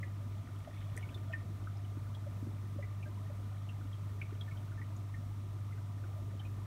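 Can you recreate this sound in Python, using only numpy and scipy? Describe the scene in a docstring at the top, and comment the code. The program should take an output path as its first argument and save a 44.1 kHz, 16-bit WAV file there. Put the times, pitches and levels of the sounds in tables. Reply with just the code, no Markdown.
"""A quiet room, one microphone close to an aquarium with its filter running.
The mains pump hums, throbs and buzzes faintly through the glass. Drips and bursting bubbles plink
in the tank, and one pops with a sharp snap. Water glugs, gurgles and trickles through the filter,
each bubble ringing as a short damped tone. A faint even hiss lies behind it all."""
import sys
import numpy as np
from scipy import signal
from scipy.fft import rfft, irfft, next_fast_len
from scipy.io import wavfile
from scipy.ndimage import map_coordinates

SR = 44100
rng = np.random.default_rng(int(sys.argv[2]) if len(sys.argv) > 2 else 0)


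def persist_wave(psi):
    """Save psi, clipped to +-1, as 16-bit WAV."""
    counts = np.round(np.clip(psi, -1, 1) * 32767).astype(np.int16)
    wavfile.write(sys.argv[1], SR, np.atleast_2d(counts).T)


N = 293789

MAINS_HZ, DRONE_DB, WAVER_HZ = 49.93, -41.5, 116.5
# The pump through the glass, low hum and higher buzz: multiple of the mains frequency, level/dB
HUM_PARTIALS = [(1, -65), (3, -59.5), (5, -71), (6, -70.5), (7, -76.5)]
BUZZ_PARTIALS = [(12, -81.5), (14, -77), (15, -82), (17, -84.5), (18, -81), (20, -78), (21, -80), (23, -80),
                 (24, -69.5), (25, -79), (26, -74.5), (27, -81), (41, -83), (42, -93.5), (43, -92)]
def pump():
    """Mains hum, strongest at twice the mains rate; a wavering tone just above it beats against it."""
    t = np.arange(N) / SR
    turn = 2 * np.pi * MAINS_HZ * t + 0.0093 * wobble(2.0)
    tone = lambda order: np.sqrt(2) * np.sin(order * turn + 2 * np.pi * rng.random())
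    drone_db = DRONE_DB - hum_dips()
    drone = amp(drone_db) * tone(order=2)
    partials = sum(amp(db + 1.1 * wobble(6)) * tone(order) for order, db in HUM_PARTIALS + BUZZ_PARTIALS)
    waver = amp(1.6 * wobble(6)) * np.sin(2 * np.pi * WAVER_HZ * t + .9 * wobble(4))
    throb = amp(drone_db - 10) * waver
    return drone + partials + throb


# Brief dips in the pump's main hum: t/s, depth/dB, recovery/s
HUM_DIPS = [(.433, 12, 0.068), (.635, 14, 0.093), (1.11, 5.5, 0.032), (1.45, 14, 0.01), (1.585, 15, .012)]
def hum_dips(fall_s=0.011):
    """How many dB the main hum is down: each dip falls quickly, then recovers."""
    t = np.arange(N) / SR
    return sum(depth * np.exp(-((t - s) / np.where(t < s, fall_s, recovery)) ** 2)
               for s, depth, recovery in HUM_DIPS)


# Drips in the tank, close to the microphone: t/s, level/dB, f/Hz, length/s
TANK_DRIPS = [(0.029, -39.5, 1968, 0.012), (.762, -59, 2224, 0.026), (0.975, -34.5, 2010, 0.0038),
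              (1.026, -50, 2267, 0.017), (1.089, -55, 2470, .012), (1.144, -45, 3600, 0.0069),
              (1.3264, -47, 2530, 0.013), (1.3337, -36.5, 1840, 0.015), (1.671, -45, 1320, .009),
              (1.769, -63, 5220, 0.0092), (1.845, -60, 3020, .012), (2.147, -49.5, 3346, 0.0083),
              (2.825, -48.5, 1990, 0.026), (3.026, -51, 2380, 0.018), (3.057, -58, 1592, 0.037),
              (3.689, -49, 2800, 0.013), (3.928, -56, 3210, 0.016), (4.215, -38, 2290, 0.0091),
              (4.409, -46.5, 3350, .009), (4.477, -57, 1800, .015), (4.511, -53.5, 2230, 0.014),
              (4.570, -60, 3140, .015), (4.718, -53, 1430, .013), (4.776, -55.5, 1793, .026),
              (4.815, -46.5, 1940, 0.011), (4.964, -55.5, 6850, .0044), (5.140, -50, 1858, 0.016),
              (5.723, -54.5, 2060, 0.01), (6.038, -53, 1420, 0.014), (6.394, -53.5, 3090, 0.014),
              (6.45, -53, 2513, 0.02)]
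def drips():
    """Drips plink in the tank, with faint droplets between them."""
    return plinks(TANK_DRIPS + droplets(), splash=0.45)


# Spectrum of a drip's splash on the surface: f/Hz, relative level/dB
SPLASH_SPECTRUM = [(3000, -1), (5000, 3), (9000, -6), (13000, -5), (15700, -7)]
def splashes(t60_s=0.039, full_hz=3100, db_per_octave=21):
    """Each drip hits the surface with a short bright splash, strongest for the small high ones."""
    envelope, t = np.zeros(N), np.arange(SR // 20) / SR
    for s, db, hz, _ in TANK_DRIPS:
        low_pitch_db = db_per_octave * min(np.log2(hz / full_hz), 0)
        add(envelope, s, amp(db - 17 + low_pitch_db - 60 * t / t60_s))
    return envelope * noise(SPLASH_SPECTRUM)


def droplets(per_s=3, centre_hz=1518, length_s=0.012):
    """Rows of faint droplets at random moments, more of them when the trickle is strong."""
    chance = np.cumsum(amp(curve(TRICKLE_LEVEL)))
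    rows = []
    for when, softness, pitch in rng.uniform(-1, 1, (int(per_s * N / SR), 3)):
        s = np.searchsorted(chance, chance[-1] * abs(when)) / SR
        rows.append((s, -63 - 1.5 * softness, centre_hz * 2 ** (0.067 * pitch), length_s))
    return rows


# Air pockets inside the filter: t/s, level/dB, f/Hz, length/s
FILTER_GLUGS = [(.674, -44.5, 628, 0.013), (.980, -48, 606, 0.014), (1.296, -52.5, 656, .025),
                (1.970, -40, 268, 0.0093), (2.264, -52, 588, 0.016), (2.425, -42.5, 264, 0.016),
                (2.469, -37.5, 278, 0.0096), (2.760, -38, 257, 0.0087), (2.785, -48, 576, 0.022),
                (3.060, -54.5, 610, 0.041), (3.298, -48, 603, 0.015), (4.324, -41.5, 367, .007)]
def glugs():
    """Big air pockets ring low and briefly."""
    return plinks(FILTER_GLUGS, splash=.35)


def plinks(rows, splash, sag_octaves=0.1, attack_s=0.0012, typical_length_s=0.013):
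    """For each row a bubble sings and sags in pitch; the splash around it roughens and widens the tone."""
    out, n = np.zeros(N), np.arange(SR // 12)
    t = n / SR
    onset = 1 - np.exp(-t / attack_s)
    for s, db, hz, length in rows:
        age = t / length
        unrest = min(typical_length_s / length, 1)  # long-ringing bubbles are steadier and purer
        pitch = hz * 2 ** (-sag_octaves * unrest ** 2 * (np.minimum(age, 1.2) - .35))
        phase = 2 * np.pi * np.cumsum(pitch) / SR
        jitter = [np.interp(t * hz * 0.365, n, knots) for knots in rng.standard_normal((2, len(n)))]
        noise_band = jitter[0] * np.sin(1.06 * phase) + jitter[1] * np.cos(1.06 * phase)
        tone = np.sin(phase) + splash * np.sqrt(unrest) * noise_band
        add(out, s, amp(db) * onset * np.exp(-.5 * age - age ** 4) * tone)
    return out


# Bubble films bursting at the surface: t/s, level/dB
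FILM_SNAPS = [(.590, -64), (0.629, -67), (0.9658, -47.5), (0.9762, -46.5)]
# Their spectrum: f/Hz, relative level/dB
SNAP_SPECTRUM = [(1500, -17), (4500, -14), (5600, -2), (7200, 0), (8600, 6.5), (10500, -4.5), (12000, -3),
                 (13300, -22), (16000, -18)]
def snaps(t60_s=.018):
    """A tearing bubble film gives a bright tick of a few milliseconds."""
    envelope, t = np.zeros(N), np.arange(SR // 20) / SR
    for s, db in FILM_SNAPS:
        add(envelope, s, amp(db - 60 * t / t60_s))
    return envelope * noise(SNAP_SPECTRUM)


# How hard the water churns inside the filter: t/s, relative level/dB
CHURN_LEVEL = [(0, 1.5), (.7, 0), (1.3, 3), (1.8, -1.5), (3.1, 1), (4.1, -0.5), (4.6, 0.5), (5.6, -2),
               (6.3, 2.5), (6.66, 0.5)]
# Spectrum of its rush: f/Hz, relative level/dB
RUSH_SPECTRUM = [(20, -26), (32, -16), (42, 6.5), (65, 8), (105, 8), (135, 7), (160, 2), (215, -0.5),
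                 (300, -17), (400, -7), (490, -13.5), (620, -15.5), (820, -21.5), (970, -13.5),
                 (1400, -25.5), (2500, -34.5)]
def gurgle():
    """Churning water makes a soft rush and three sizes of bubbles, louder as the churning grows."""
    churn_db = curve(CHURN_LEVEL)
    rush = amp(-54.0 + .3 * churn_db + 1.25 * wobble(9)) * noise(RUSH_SPECTRUM)
    large = bubbles(per_s=130, centre_hz=235, spread=.25, cycles=3, size_db=2.8)
    middling = bubbles(per_s=150, centre_hz=619.8, spread=0.089, cycles=5.8, size_db=2.5)
    small = bubbles(per_s=100, centre_hz=1057, spread=0.2006, cycles=7.8, size_db=4.0)
    return (rush + amp(-59.0 + .3 * churn_db) * large + amp(-68.0 + churn_db) * middling
            + amp(-70.5 + 0.19 * churn_db) * small)


# The trickle on the tank's surface, faint at the microphone: t/s, level/dB
TRICKLE_LEVEL = [(0, -74), (.5, -69.5), (.76, -66), (1.3, -68), (1.6, -72.5), (3, -71.5), (3.8, -71.5),
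                 (4.5, -69), (5.3, -79), (6.66, -72)]
def trickle():
    """A thin stream patters, fizzes and rings the tank; at its strongest it throws a bright spray."""
    strength_db = curve(TRICKLE_LEVEL)
    patter = bubbles(per_s=420, centre_hz=2113, spread=0.344, cycles=3.9, size_db=4)
    fizz = noise([(900, -4), (1500, -10.5), (3500, -10), (6000, -9)])
    spray = bubbles(per_s=240, centre_hz=3323, spread=0.039, cycles=14, size_db=1)
    spray_db = -73.0 + 3.9 * (strength_db - strength_db.max())
    return amp(strength_db) * unit(tank(patter + fizz)) + amp(spray_db) * spray


def bubbles(per_s, centre_hz, spread, cycles, size_db):
    """A swarm of bubbles at rms 1: damped tones that rise a little as they fade."""
    total = int(per_s * N / SR)
    when, size = rng.random((total, 2)).T
    hz = centre_hz * np.exp(spread * rng.standard_normal((total, 1)))
    n = np.arange(SR // 25)
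    age = hz * n / SR / cycles
    envelope = np.exp(-age) * (1 - np.exp(-4 * age))
    ring = envelope * np.sin(2 * np.pi * cycles * age * (1 + 0.021 * age))
    gain = amp(size_db * np.minimum(-np.log(1 - size), 3.5))
    index = (when * N).astype(int)[:, None] + n
    return unit(np.bincount(index.ravel(), (gain[:, None] * ring).ravel(), N)[:N])


# Resonances of the tank: f/Hz, width/Hz, relative level/dB
TANK_MODES = [(1433, 95, 1.5), (1843, 100, -1), (2250, 480, -7), (3040, 710, -8)]
def tank(x):
    """The tank rings at a few damped resonances."""
    return filtered(x, lambda hz: sum(amp(db) * 1j * hz * width / (f ** 2 - hz ** 2 + 1j * hz * width)
                                      for f, width, db in TANK_MODES))


def glass(x, copies=8):
    """Close glass walls send back quick copies, each wavering as the water moves."""
    out = np.zeros(N)
    for delay_s in rng.uniform(0.00105, .013, copies):
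        out += np.pad(x, (round(delay_s * SR), 0))[:N] * wobble(5) * np.exp(-delay_s / .02)
    return out


# Decay of the room around the microphone: f/Hz, t60/s
ROOM_DECAY = [(200, 0.44), (2000, 0.23), (10000, 0.049)]
def room(x):
    """A short diffuse tail, each frequency dying at its own speed."""
    hz, t, spectra = signal.stft(rng.standard_normal(SR // 2), SR, nperseg=256)
    tail = signal.istft(spectra * amp(-60 * t / along(ROOM_DECAY, hz)[:, None]), SR, nperseg=256)[1]
    return signal.fftconvolve(x, tail / np.linalg.norm(tail))[:N]


# Background at the microphone: f/Hz, relative level/dB
HISS_SPECTRUM = [(300, 3), (1300, 2.5), (1650, 2.5), (2300, 2), (2900, -1), (3600, 0.5), (4800, -5.5),
                 (5600, -3), (7600, -7.5), (9000, -6), (10500, -14.5), (11300, -10), (15700, -15.5)]
def hiss():
    """A faint even hiss."""
    return amp(-66.5) * noise(HISS_SPECTRUM)


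def amp(db):
    """Decibels to gain."""
    return 10 ** (np.asarray(db) / 20)


def unit(x):
    """Scale to rms 1."""
    return x / np.sqrt(np.mean(x ** 2) + 1e-20)


def along(points, hz):
    """(f/Hz, value) points read on a log axis."""
    f, values = np.transpose(points)
    return np.interp(np.log(hz + 1), np.log(f + 1), values)


def curve(rows):
    """(t/s, value) rows, one value per sample."""
    return np.interp(np.arange(N) / SR, *np.transpose(rows))


def wobble(rate):
    """A smooth random curve, rate knots a second."""
    return map_coordinates(rng.standard_normal(int(N * rate / SR) + 4), [np.arange(N) * rate / SR])


def filtered(x, response):
    """Filter x by a response of frequency."""
    size = next_fast_len(N + SR // 2)
    return irfft(rfft(x, size) * response(np.fft.rfftfreq(size, 1 / SR)), size)[:N]


def noise(spectrum):
    """Coloured noise of rms 1."""
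    return unit(filtered(rng.standard_normal(N), lambda hz: amp(along(spectrum, hz))))


def add(track, s, sound):
    """Mix a sound into a track at time s."""
    part = track[max(round(s * SR), 0):][:len(sound)]
    part += sound[:len(part)]


def scene():
    """Beside the tank: close plinks and their echoes, with the running water, the pump and the hiss."""
    dripping = drips()
    direct = dripping + glugs() + splashes() + snaps()
    close = direct + amp(-10.5) * glass(direct)
    room_tail = amp(-15) * room(close)
    tank_ring = amp(-12.5) * room(tank(dripping))
    return (close + room_tail + tank_ring + gurgle() + trickle() + pump() + hiss())[None]


def record(dry):
    """One microphone channel, with nothing kept above the recorder's band limit."""
    top_hz = 15720
    return filtered(dry[0], lambda hz: hz < top_hz)[None]


dry = scene()
out = record(dry)
persist_wave(out)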